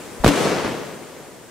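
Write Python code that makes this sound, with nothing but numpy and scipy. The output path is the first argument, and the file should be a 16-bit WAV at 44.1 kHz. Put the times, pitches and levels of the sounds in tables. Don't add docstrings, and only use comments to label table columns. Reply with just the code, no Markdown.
import sys
import numpy as np
from scipy import signal
from scipy.io import wavfile
from scipy.ndimage import uniform_filter1d

SR = 44100
rng = np.random.default_rng(int(sys.argv[2]) if len(sys.argv) > 2 else 0)


def ratio(d):
    e = np.asarray(d, float) / 20
    return 10 ** e


def inscribe(sig):
    pcm = np.round(np.clip(np.atleast_2d(sig).T, -1, 1) * 32767)
    wavfile.write(sys.argv[1], SR, pcm.astype(np.int16))


N = 66150


def blasts(table):
    sideways_db = 2
    t, out = np.arange(N) / SR, np.zeros((2, N))
    leans = rng.uniform(-1, 1, len(table))
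    for (start, peak_db, push_ms, rise_ms, polarity), lean in zip(table, leans):
        ms = np.maximum(t - start, 0) * 1000
        rise = 1 - np.exp(-(ms / rise_ms) ** 2)
        wave = rise * (1 - ms / push_ms) * np.exp(-ms / push_ms)
        gain = ratio(peak_db + sideways_db * lean * np.array([[1], [-1]]))
        out += polarity * gain * wave / wave.max()
    return out


# t/s, peak level/dB, push length/ms, rise/ms, polarity/1
FRONTS = [(.2435, -11, .5, .2, -1), (.2450, 6, .6, .22, -1), (.2463, -3, .45, .2, -1),
          (.2475, -3, 2.6, .5, -1), (.2494, -9, .6, .2, -1), (.2504, -6, 2.3, 1, 1),
          (.2611, -7, 1.4, .2, 1), (.2625, 17, .58, .1, -1), (.2641, 9, 5, .07, -1),
          (.2663, -6, .35, .1, 1), (.2696, -4, 1.3, .4, 1), (.2716, 5, 1.4, .3, 1), (.2768, 1, 1, .06, 1),
          (.2789, 0, .6, .06, 1), (.2824, 0, 1.5, .3, 1), (.2859, 1, 1.3, .1, 1), (.2893, -2, 1.4, .4, 1)]


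def fronts():
    return blasts(FRONTS)


# t/s, peak level/dB, push length/ms, rise/ms, polarity/1
SLAPS = [
    (.3098, -5, 1.6, .4, 1),
    (.4535, -5, 1.4, .4, 1),
    (.4583, -6, 1.1, .3, 1),
    (.4768, -5, 1.1, .3, -1),
    (.6484, -11, .7, .2, 1),
    (.6518, -9, 1.4, .5, 1),
    (.6664, -12, 1.2, .4, -1),
]


def slaps():
    cut_hz = 250
    return signal.lfilter(*signal.butter(1, cut_hz, "high", fs=SR), blasts(SLAPS))


def ring(start, hz, db, t60):
    after = np.maximum(np.arange(N) / SR - start, 0)
    return -ratio(db - 60 * after / t60) * np.sin(2 * np.pi * hz * after)


def tube_pop():
    return ring(.2389, hz=900, db=-7, t60=.012)


def ground_and_yard():
    thump = ring(0.2, hz=46.4, db=-21, t60=.1)
    yard = ring(.287, hz=285, db=-8, t60=.2)
    left_db = 4.5
    return (thump + yard) * ratio([[left_db], [-left_db]])


def evened(x):
    return x / np.sqrt(np.mean(x ** 2) + 1e-20)


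def swell(start, db, rise_s, t60):
    after = np.maximum(np.arange(N) / SR - start, 0)
    return (1 - np.exp(-after / rise_s)) * ratio(db - 60 * after / t60)


# t/s, level/dB
SCATTER = [
    (.2420, -24.5),
    (0.2448, -14),
    (0.255, -22),
    (0.267, -10),
    (0.2772, -8),
    (0.2868, -13.5),
]


def scatter():
    same, low_hz, high_hz = 0.25, 620, 3320
    size = ratio(2.5 * np.minimum(rng.exponential(1, (2, N)), 5))
    a, b = size * rng.standard_normal((2, N))
    mid, side = np.sqrt(1 + same) * a, np.sqrt(1 - same) * b
    x = np.array([mid + side, mid - side])
    x = signal.lfilter(*signal.butter(1, [low_hz, high_hz], "band", fs=SR), x)
    return evened(x) * sum(swell(t, db, rise_s=0.00057, t60=0.043) for t, db in SCATTER)


def read(points, hz):
    f, value = np.transpose(points)
    return np.interp(np.log(hz + 1), np.log(f + 1), value)


def grid():
    hz, t, _ = signal.stft(np.zeros(N), SR, nperseg=1024, noverlap=768)
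    return hz[:, None], t[None]


def patches(hz, t, bins, frames):
    x = rng.standard_normal((hz.size, t.size))
    x = uniform_filter1d(x, size=bins, axis=0)
    return evened(uniform_filter1d(x, size=frames, axis=1))


def pair(x, same, db):
    z = signal.stft(x, SR, nperseg=1024, noverlap=768)[2]
    same = np.clip(same, -.99, .99)
    mid = np.sqrt((1 + same) / 2) * z[0]
    side = np.sqrt((1 - same) / 2) * z[1]
    coloured = np.array([mid + side, mid - side]) * ratio(db)
    return signal.istft(coloured, SR, nperseg=1024, noverlap=768)[1][:, :N]


# f/Hz, level per Hz/dB
NEAR = [(25, -39.5), (165, -5), (450, -3.5), (900, -11), (2000, -16), (5000, -24), (9000, -27.5),
        (15600, -43.5)]
# f/Hz, level per Hz/dB
FAR = [(25, -31), (130, -9), (500, -7), (800, -14), (2000, -20), (6000, -32.5), (15600, -68)]
# f/Hz, correlation/1
SAME = [(60, 0.28), (180, 0.7), (550, 0.79), (1650, 0.73), (4970, 0.62), (15000, -0.29)]
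# f/Hz, left-right level/dB
LEFT_DB = [(100, 1), (600, 3.5), (2000, 2), (8000, 1)]


def echoes(start):
    echoes_per_s, spread_db, patchy_db = 9000, 2.5, 0.63
    far_s = 0.29
    size = ratio(spread_db * np.minimum(rng.exponential(1, (2, N)), 5))
    present = rng.random((2, N)) < echoes_per_s / SR
    taps = size * rng.choice([-1., 1.], (2, N)) * present
    hz, t = grid()
    far = 1 - np.exp(-np.maximum(t - start - .2, 0) / far_s)
    db = (1 - far) * read(NEAR, hz) + far * read(FAR, hz)
    db = db + patchy_db * patches(hz, t, bins=8, frames=5)
    lean = read(LEFT_DB, hz) / 2
    return evened(pair(taps, read(SAME, hz), np.array([db + lean, db - lean])))


# t/s, level/dB
ROLL = [
    (.2385, -30),
    (.256, -21),
    (.268, -22),
    (.284, -15),
    (.33, -16),
    (.45, -17),
    (.64, -23),
    (.98, -36),
    (1.5, -43),
]


def roll():
    t = np.arange(N) / SR
    s, db = np.transpose(ROLL)
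    now = ratio(np.interp(t, s, db)) * (t > s[0]) * echoes(s[0])
    earlier = ratio(-36 - 9.5 * t)
    facade = swell(.642, db=-19, rise_s=0.009, t60=0.16)
    return now + (earlier + facade) * echoes(-.8)


# f/Hz, level per Hz/dB
HISS = [(300, 7), (1500, -3), (4000, -2.5), (8000, 4), (12000, -4), (15700, -7)]


def stars():
    same, level_db, fade_db_per_s = 0.1, -46, -4
    hz, t = grid()
    db = read(HISS, hz) + fade_db_per_s * t + .7 * patches(hz, t, bins=40, frames=12)
    hiss = evened(pair(rng.standard_normal((2, N)), same, db))
    flare = swell(0.232, db=7.5, rise_s=0.04, t60=2.2)
    return ratio(level_db) * hiss * (1 + flare)


def scene():
    shot = fronts() + slaps() + tube_pop() + ground_and_yard()
    return shot + scatter() + roll() + stars()


def band_limit(x):
    return signal.sosfilt(signal.butter(12, 15770, fs=SR, output="sos"), x)


def record(dry):
    ceiling_db, duck_from_db, duck_share = .5, -17, .5
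    duck_s, recover_db_per_s = .02, 30
    bass_cut_hz, edge_hz = 35, 15780
    top = ratio(ceiling_db)
    x = np.clip(dry, -top, top)
    r = np.exp(-1 / (duck_s * SR))
    power = signal.lfilter([1 - r], [1, -r], (x ** 2).mean(0))
    power_db = 10 * np.log10(power + 1e-12)
    fall = np.arange(N) * recover_db_per_s / SR
    held_db = np.maximum.accumulate(power_db + fall) - fall
    over_db = np.maximum(held_db - duck_from_db, 0)
    x = x / ratio(duck_share * over_db)
    x = signal.lfilter(*signal.butter(1, bass_cut_hz, "high", fs=SR), x)
    low_pass = signal.firwin(511, edge_hz, window=("kaiser", 9), fs=SR)
    x = signal.oaconvolve(x, low_pass[None], "same")
    return band_limit(np.clip(x, -1, 1))


dry = scene()
out = record(dry)
inscribe(out)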